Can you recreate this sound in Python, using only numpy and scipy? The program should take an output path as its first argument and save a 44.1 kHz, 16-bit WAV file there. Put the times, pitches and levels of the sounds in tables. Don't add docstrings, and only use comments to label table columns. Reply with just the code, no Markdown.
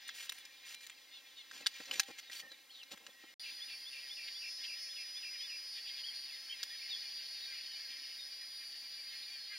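import sys
import numpy as np
from scipy import signal
from scipy.fft import rfft, irfft
from scipy.io import wavfile
from scipy.ndimage import uniform_filter1d

SR = 44100
rng = np.random.default_rng(int(sys.argv[2]) if len(sys.argv) > 2 else 0)


def inscribe(sig):
    pcm = np.round(np.clip(np.atleast_2d(sig).T, -1, 1) * 32767)
    wavfile.write(sys.argv[1], SR, pcm.astype(np.int16))


N = 422468
TIME = np.arange(N) / SR
SILENCE_START_S, SILENCE_END_S = 3.3414, 3.3962
# frequency_hz, density_db
RUSTLE_SPECTRUM = [(200, -31), (1200, -14.5), (1700, -2.5), (3000, -0.5), (4800, -2.5), (6500, -6),
                   (8000, -13), (9500, -15), (10800, -15), (12200, -8.5), (15500, -31)]


def gain_of(db):
    return 10 ** (np.asarray(db) / 20)


def unit_rms(x):
    return x / np.sqrt(np.mean(x ** 2) + 1e-20)


def over_time(rows):
    time_s, *columns = np.transpose(rows)
    return [np.interp(TIME, time_s, column) for column in columns]


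def at_bins(spectrum, size=N):
    hz, value = np.transpose(spectrum)
    return np.interp(np.log(np.fft.rfftfreq(size, 1 / SR) + 1), np.log(hz), value)


def coloured(x, spectrum):
    size = x.shape[-1]
    return unit_rms(irfft(rfft(x) * gain_of(at_bins(spectrum, size)), size))


def drift(per_s):
    knots = rng.standard_normal(4096)
    return unit_rms(np.interp(TIME * per_s, np.arange(len(knots)), knots))


def add(mix, start_s, sound):
    part = mix[max(round(start_s * SR), 0):][:len(sound)]
    part += sound[:len(part)]


def resonate(x, hz, width_hz):
    carrier = np.exp(2j * np.pi * np.cumsum(hz * np.ones(len(x))) / SR)
    pole = np.exp(-np.pi * width_hz / SR)
    return 2 * (carrier * signal.lfilter([1 - pole], [1, -pole], x / carrier + 1e-18)).real


def highpass(x, hz, order):
    return signal.sosfilt(signal.butter(order, hz, "highpass", fs=SR, output="sos"), x)


def bend(length_s, pitches_hz):
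    return np.polyval(np.polyfit([0, .5, 1], pitches_hz, 2), np.linspace(0, 1, int(length_s * SR)))


def note(hz, taper):
    return unit_rms(np.sin(2 * np.pi * np.cumsum(hz) / SR) * signal.windows.tukey(len(hz), taper))


def air():
    # frequency_hz, density_db
    spectrum = [(25, -20), (80, -17), (135, -4), (200, -9), (290, 0), (600, -2), (1200, -3), (3000, -3),
                (8000, -5), (12000, -3), (16000, -7)]
    # frequency_hz, correlation
    likeness = [(60, 0.033), (350, 0.011), (650, 0.95), (3000, 0.99), (8000, 0.28), (11500, 1)]
    correlation = np.clip(at_bins(likeness), 0, 1)
    left, independent = rfft(rng.standard_normal((2, N)))
    right = correlation * left + np.sqrt(1 - correlation ** 2) * independent
    return gain_of(-65) * coloured(irfft(np.array([left, right]), N), spectrum)


def tree_echoes(x, t60_s=0.091):
    t = np.arange(SR // 2) / SR
    taps = rng.standard_normal((2, len(t))) * (rng.random((2, len(t))) < .05)
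    taps *= gain_of(-60 * t / t60_s) * (t > .006)
    return signal.fftconvolve(x[None], taps / np.linalg.norm(taps[0]), axes=1)[:, :N]


def squawk(length_s, hz, throat_hz, rough, width_hz, fall=.17, scoop=0.1396, scoop_share=0.1299):
    progress = np.linspace(0, 1, int(length_s * SR))
    pitch_hz = hz * (1 - fall * progress ** 1.5 - scoop * np.exp(-progress / scoop_share))
    cycles = np.cumsum(pitch_hz) / SR
    voiced = sum(np.cos(2 * np.pi * k * cycles) for k in range(2, 10))
    rasp = rng.standard_normal(len(progress)) * (1 + np.cos(2 * np.pi * cycles))
    voice = (1 - rough) * unit_rms(voiced) + rough * unit_rms(rasp)
    formant_hz = throat_hz * (1 - fall * (progress - .5))
    for _ in range(2):
        voice = resonate(voice, formant_hz, width_hz)
    return unit_rms(voice * np.sin(np.pi * progress))


def colony(count=420, spread_db=8):
    # frequency_hz, density_db
    spectrum = [(600, -17.5), (1350, -12.5), (1600, -1), (1900, 4.5), (2700, 2), (3700, 2.5), (5000, 1),
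                (6500, -6.5), (8500, -46), (15000, -9)]
    # time_s, level_db
    activity = [
        [(0.0, -56), (0.34, -59), (1.15, -61.5), (1.42, -61.5), (1.78, -56), (2.73, -64.5), (3.33, -61.5)],
        [(3.45, -52.5), (3.55, -55.5), (6.69, -54.5), (7.43, -53), (8.67, -57), (9.22, -54), (9.58, -58)],
    ]
    calls = np.zeros(N)
    for when, length, pitch, throat, rough, size in rng.random((count, 6)):
        call = squawk(0.0399 + .08 * length, 450 + 400 * pitch, 1700 + 3000 * throat,
                      0.85 * rough, width_hz=1100)
        add(calls, when * N / SR, gain_of(spread_db * size) * call)
    blur = rng.standard_normal(N) * gain_of(drift(30))
    chatter = gain_of(-4) * coloured(calls, spectrum) + gain_of(-1) * coloured(blur, spectrum)
    level_db, = over_time(np.vstack(activity))
    return gain_of(level_db) * chatter


def bird_calls(flutter_db=2, far_count=24, far_low_hz=1800, far_high_hz=4300, far_db=-69):
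    # start_s, length_s, start_hz, middle_hz, end_hz, level_db
    near_tones = [(0.053, 0.061, 3600, 3570, 3150, -58), (2.224, 0.026, 2900, 3130, 3420, -64),
                  (2.244, 0.058, 3970, 3800, 3700, -63), (2.333, 0.093, 4450, 4590, 4530, -56.5),
                  (2.41, 0.099, 1853, 1823, 1790, -60.5), (2.493, 0.058, 4090, 3960, 3600, -59),
                  (2.693, 0.022, 2830, 3100, 3400, -60), (2.698, 0.075, 4330, 4030, 3380, -61.5),
                  (2.786, 0.05, 3530, 2980, 2600, -56.5), (3.113, 0.227, 1930, 1883, 1930, -68),
                  (6.032, 0.068, 2880, 3324, 2990, -47), (5.841, 0.097, 2950, 2280, 2170, -61),
                  (6.286, 0.1, 2950, 2080, 2190, -57.5), (6.492, 0.049, 2930, 3143, 3220, -48.5),
                  (6.692, 0.077, 1605, 1924, 1600, -58.5), (6.806, 0.028, 2204, 2470, 2700, -56),
                  (6.895, 0.085, 4060, 3400, 3350, -45.5), (7.404, 0.06, 3710, 3800, 3740, -53),
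                  (7.647, 0.16, 3120, 3040, 3100, -57), (8.179, 0.061, 3760, 3710, 3640, -56)]
    out, wobble = np.zeros(N), 1 + .018 * drift(400)
    for start_s, length_s, *pitches_hz, level_db in near_tones:
        hz = bend(length_s, pitches_hz)
        hz *= wobble[int(start_s * SR):][:len(hz)]
        add(out, start_s, gain_of(level_db) * note(hz, taper=0.34))
    for slot, (when, length, pitch, slide) in enumerate(rng.random((far_count, 4))):
        length_s = .06 * (.5 + length)
        glide = 1 + .09 * (2 * slide - 1) * np.linspace(-1, 1, int(length_s * SR))
        hz = far_low_hz * (far_high_hz / far_low_hz) ** pitch * glide
        add(out, (slot + when) / far_count * N / SR, gain_of(far_db) * note(hz, taper=0.91))
    return out * gain_of(flutter_db * drift(200))


def near_chicks(throat_ratio=4.58):
    # start_s, length_s, pitch_hz, roughness, level_db
    calls = [(0.046, 0.075, 758, 0.2, -54), (1.105, 0.105, 760, .52, -56.5), (1.352, 0.085, 775, 0.62, -56),
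             (2.71, .12, 800, .7, -60), (4.272, 0.021, 630, 0.74, -47.5), (4.629, 0.037, 610, 0.86, -48),
             (5.324, 0.056, 510, .7, -54), (5.397, .025, 675, 0.3, -50.5), (5.723, 0.1, 702, 0.9, -55),
             (5.852, 0.063, 711, 0.7, -52), (5.958, 0.066, 690, 0.9, -53.5), (7.524, .055, 516, 0.65, -56),
             (9.106, 0.071, 450, 0.83, -57), (9.488, .095, 440, 0.62, -51)]
    out = np.zeros(N)
    for start_s, length_s, pitch_hz, roughness, level_db in calls:
        call = squawk(length_s, pitch_hz, throat_ratio * pitch_hz, roughness, width_hz=1380)
        add(out, start_s, gain_of(level_db) * call)
    return out


def wren(pitch_hz=2497, drop_hz=656, rate_hz=58, depth_hz=248, trill_s=0.09, settle_s=.017):
    # start_s, trill_db, slur_db
    phrases = [(3.355, -53, -53), (3.599, -53.5, -50.5), (3.847, -53, -52), (4.09, -53, -51.5),
               (4.339, -50.5, -54), (4.598, -51.5, -59), (4.881, -53.5, -59), (5.146, -52, -54.5),
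               (5.415, -52.5, -52)]
    out, t = np.zeros(N), np.arange(0, trill_s, 1 / SR)
    unsettled = np.exp(-t / settle_s)
    slur = note(bend(length_s=0.0493, pitches_hz=(3080, 3470, 3510)), taper=0.45)
    for start_s, trill_db, slur_db in phrases:
        swing_hz = depth_hz * (1 - unsettled) * np.sin(2 * np.pi * (rate_hz * t + rng.random()))
        trill = note(pitch_hz + drop_hz * unsettled + swing_hz, taper=0.32)
        add(out, start_s, gain_of(slur_db) * slur)
        add(out, start_s + .07, gain_of(trill_db) * trill)
    return out


def friction(strokes, spectrum, grain_db, slips_per_s):
    envelope = np.zeros(N)
    for start_s, length_s, level_db in strokes:
        add(envelope, start_s, gain_of(level_db) * signal.windows.tukey(int(length_s * SR), .5))
    slips = rng.standard_normal(N) * gain_of(grain_db * drift(slips_per_s))
    return envelope * coloured(slips, spectrum)


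def handling_bumps():
    # start_s, length_s, level_db
    strokes = [(1.51, 0.16, -65), (1.795, 0.028, -59.5), (1.86, 0.16, -59), (2.08, 0.04, -54.5),
               (2.292, 0.013, -59), (2.413, 0.07, -64.5), (2.51, 0.023, -56), (2.905, 0.05, -57),
               (2.96, 0.16, -70), (3.235, 0.016, -56.5)]
    # frequency_hz, density_db
    spectrum = [(30, -38), (130, -6), (240, -4), (450, 2), (900, -6), (1500, -8), (3000, -44)]
    return friction(strokes, spectrum, grain_db=4, slips_per_s=130)


def rustles():
    # start_s, length_s, level_db, relative_treble_db
    strokes = [(0.123, 0.16, -50, -7), (0.312, 0.11, -60.5, -3), (0.64, 0.12, -51, -11),
               (0.797, 0.067, -57, -9), (1.517, 0.12, -52, -21), (1.68, 0.27, -55, -25),
               (1.915, 0.089, -45.5, -20), (2.053, 0.072, -54, -15), (2.174, 0.03, -50.5, -15),
               (2.296, 0.13, -48.5, -9), (2.901, 0.047, -51, -18)]
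    # frequency_hz, density_db
    crisp_spectrum = [(3500, -20), (7000, -8), (9500, 0), (13000, -8), (16000, -3)]
    body = friction([row[:3] for row in strokes], RUSTLE_SPECTRUM, grain_db=4, slips_per_s=600)
    crisp = [(start_s, length_s, db + treble_db) for start_s, length_s, db, treble_db in strokes]
    return body + friction(crisp, crisp_spectrum, grain_db=2, slips_per_s=1400)


def after_rings(decay_s=0.052):
    # start_s, pitch_hz, level_db
    tones = [(0.748, 4020, -58), (0.748, 2380, -59), (1.997, 795, -61.5)]
    out, t = np.zeros(N), np.arange(SR // 3) / SR
    for start_s, pitch_hz, level_db in tones:
        add(out, start_s, gain_of(level_db) * np.sin(2 * np.pi * pitch_hz * t) * np.exp(-t / decay_s))
    return out


def twig_snaps(knock_hz=1700, knock_s=0.0028, splinter_s=0.00096, tail_s=0.007, crack_s=0.00017):
    # start_s, relative_energy_db, ring_hz, brittleness_db, ring_decay_s
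    fractures = [(0.0785, -34.5, 9300, 6, 0.00095), (0.0903, -30, 1910, -16, 0.001),
                 (0.2937, -24, 3700, 3, 0.0013), (0.3206, -30, 2900, 12, 0.00051),
                 (0.383, -38, 9800, 11, 0.00099), (0.452, -38.5, 5080, 4, 0.001),
                 (0.7448, -32.5, 3070, 9, 0.0023), (0.8664, -35.5, 2970, 7, 0.00027),
                 (0.8973, -35, 3220, 8, 0.0003), (1.512, -35, 1570, -8, 0.0014),
                 (1.6606, -21, 3650, -20, 0.0012), (1.6664, -14, 4730, 6, 0.00053),
                 (1.802, -37, 1890, -11, 0.0022), (1.9113, -20, 3027, 2, 0.0051),
                 (1.996, -11.5, 3900, -10.5, 0.00048), (2.032, -34, 3790, 4, 0.00056),
                 (2.2977, -34.5, 1940, -1, 0.0055), (2.5171, -39, 3900, -15, 0.0011),
                 (2.8317, -38.5, 3940, 0, 0.002), (2.9193, -36.5, 3900, 11, 0.0013),
                 (2.9746, -41, 2200, -3, 0.00074), (3.0652, -35, 2770, -13, 0.0015),
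                 (6.6299, -22.5, 5030, -1, 0.00058)]
    out, t = np.zeros(N), np.arange(2048) / SR
    for start_s, energy_db, ring_hz, brittle_db, ring_s in fractures:
        ring = np.sin(2 * np.pi * ring_hz * t) * np.exp(-t / ring_s)
        knock = gain_of(-22 - brittle_db) * np.sin(2 * np.pi * knock_hz * t) * np.exp(-t / knock_s)
        grit, spray = rng.standard_normal((2, len(t)))
        splinter_decay = np.exp(-t / splinter_s) + 0.3 * np.exp(-t / tail_s)
        splinters = 0.4 * coloured(grit, RUSTLE_SPECTRUM) * splinter_decay
        crack = gain_of(brittle_db - 5) * spray * np.exp(-t / crack_s)
        snap = ring + knock + splinters + crack
        snap /= np.linalg.norm(snap)
        add(out, start_s + 0.000796, gain_of(energy_db + 12.5) * snap)
    return highpass(out, 1200, order=3)


def tymbal_clicks(lag_s, flutter=0.076):
    # time_s, cycle_hz
    rates = [(3.4, 132.75), (3.8, 133.6), (4.4, 135.36), (6.2, 138.9), (6.8, 139.85), (7.1, 139.1),
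             (8.0, 139.2), (8.3, 138.45), (9.58, 138.65)]
    cycle_hz, = over_time(rates)
    cycles = np.cumsum(cycle_hz) / SR
    pulses = np.zeros(N)
    for strength, phase in ((1, cycles), (.75, cycles - .5 - lag_s * cycle_hz)):
        offset_samples = (phase % 1 - .5) / cycle_hz * SR
        pulses += strength * np.sinc(offset_samples / 2) * np.exp(-(offset_samples / 10) ** 2)
    return unit_rms(np.diff(pulses, prepend=0) * (1 + flutter * drift(270)))


def cicada(shimmer=0.68, fizz_db=-11, ease_s=0.6):
    # time_s, level_db, resonance_hz
    effort = [(3.4, -52, 4520), (3.92, -52, 4670), (4.1, -50.5, 4720), (4.66, -48, 4820),
              (5.0, -50.5, 4850), (5.55, -49.5, 4890), (6.15, -46.5, 4490), (6.6, -54, 4750),
              (6.95, -47, 4560), (7.65, -48.5, 4430), (8.25, -49, 4830), (8.6, -49.5, 4660),
              (9.58, -49, 4530)]
    # frequency_hz, density_db
    fizz_spectrum = [(4000, -66), (6500, -40), (8200, -19), (9000, -1.5), (9500, 6.5), (9950, 10),
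                     (10500, -0.5), (10900, -1.5), (11500, -2), (12700, -0.5), (13300, 0), (13900, -2.5),
                     (15800, -40)]
    # start_s, end_s
    spells = [(4.0, 6.1), (8.12, 9.9)]
    level_db, resonance_hz = over_time(effort)
    locked = sum(np.clip(.5 + np.minimum(TIME - start, end - TIME) / ease_s, 0, 1)
                 for start, end in spells)
    noise_share = 0.4 - 0.24 * locked
    clicks = tymbal_clicks(lag_s=.00002 + .00008 * locked)
    scattered = sum(drift(12) * np.roll(clicks, lag) for lag in rng.integers(20, 250, size=3))
    clicks = unit_rms(clicks + shimmer * scattered)
    rasp = rng.standard_normal(N)
    body = np.sqrt(1 - noise_share) * clicks + np.sqrt(noise_share) * rasp
    for _ in range(4):
        body = resonate(body, uniform_filter1d(resonance_hz, size=8000), width_hz=1500)
    body = highpass(body, 4300, order=12)
    body /= np.sqrt(abs(uniform_filter1d(body ** 2, size=4000)) + 1e-20)
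    fizz = coloured(.45 * clicks + rasp, fizz_spectrum) * gain_of(0.59 * drift(5.5))
    buzz = gain_of(level_db) * unit_rms(body) + gain_of(fizz_db + level_db.mean()) * fizz
    return (TIME > SILENCE_START_S) * buzz


def scene(near_width=0.25):
    birds = highpass(wren() + bird_calls() + near_chicks(), 1600, order=5)
    near = twig_snaps() + after_rings() + rustles() + handling_bumps()
    side = near_width * np.gradient(near)
    far = colony() + cicada()
    direct = air() + birds + near + np.array([side, -side]) + far
    return direct + tree_echoes(gain_of(-11.5) * birds + gain_of(-19) * far + gain_of(-21.5) * near)


def stereo_widening(x, comb_delay_s=0.000575):
    # frequency_hz, side_over_mid_db
    side_spectrum = [(300, -7), (1900, -8.5), (3500, -8.5), (5000, -11.5), (7000, -2), (10000, 3.5),
                     (12000, -7.5), (15000, -67)]
    comb = np.cos(np.pi * np.fft.rfftfreq(N, 1 / SR) * comb_delay_s)
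    side = irfft(1j * rfft(x.mean(0)) * comb * gain_of(at_bins(side_spectrum)), N)
    return x + np.array([side, -side])


def record(dry, early_hz=8800, early_gain=1.3, delay_samples=166, edge_hz=15900):
    early = signal.oaconvolve(dry, signal.firwin(31, early_hz, fs=SR)[None], "same")
    late = np.pad(dry, ((0, 0), (delay_samples, 0)))[:, :N]
    doubled = stereo_widening(early_gain * early + late) / np.hypot(1, early_gain)
    live = (TIME < SILENCE_START_S) | (TIME > SILENCE_END_S)
    band_limit = signal.firwin(511, edge_hz, window=("kaiser", 9), fs=SR)
    return signal.oaconvolve(doubled * live, band_limit[None], "same")


dry = scene()
out = record(dry)
inscribe(out)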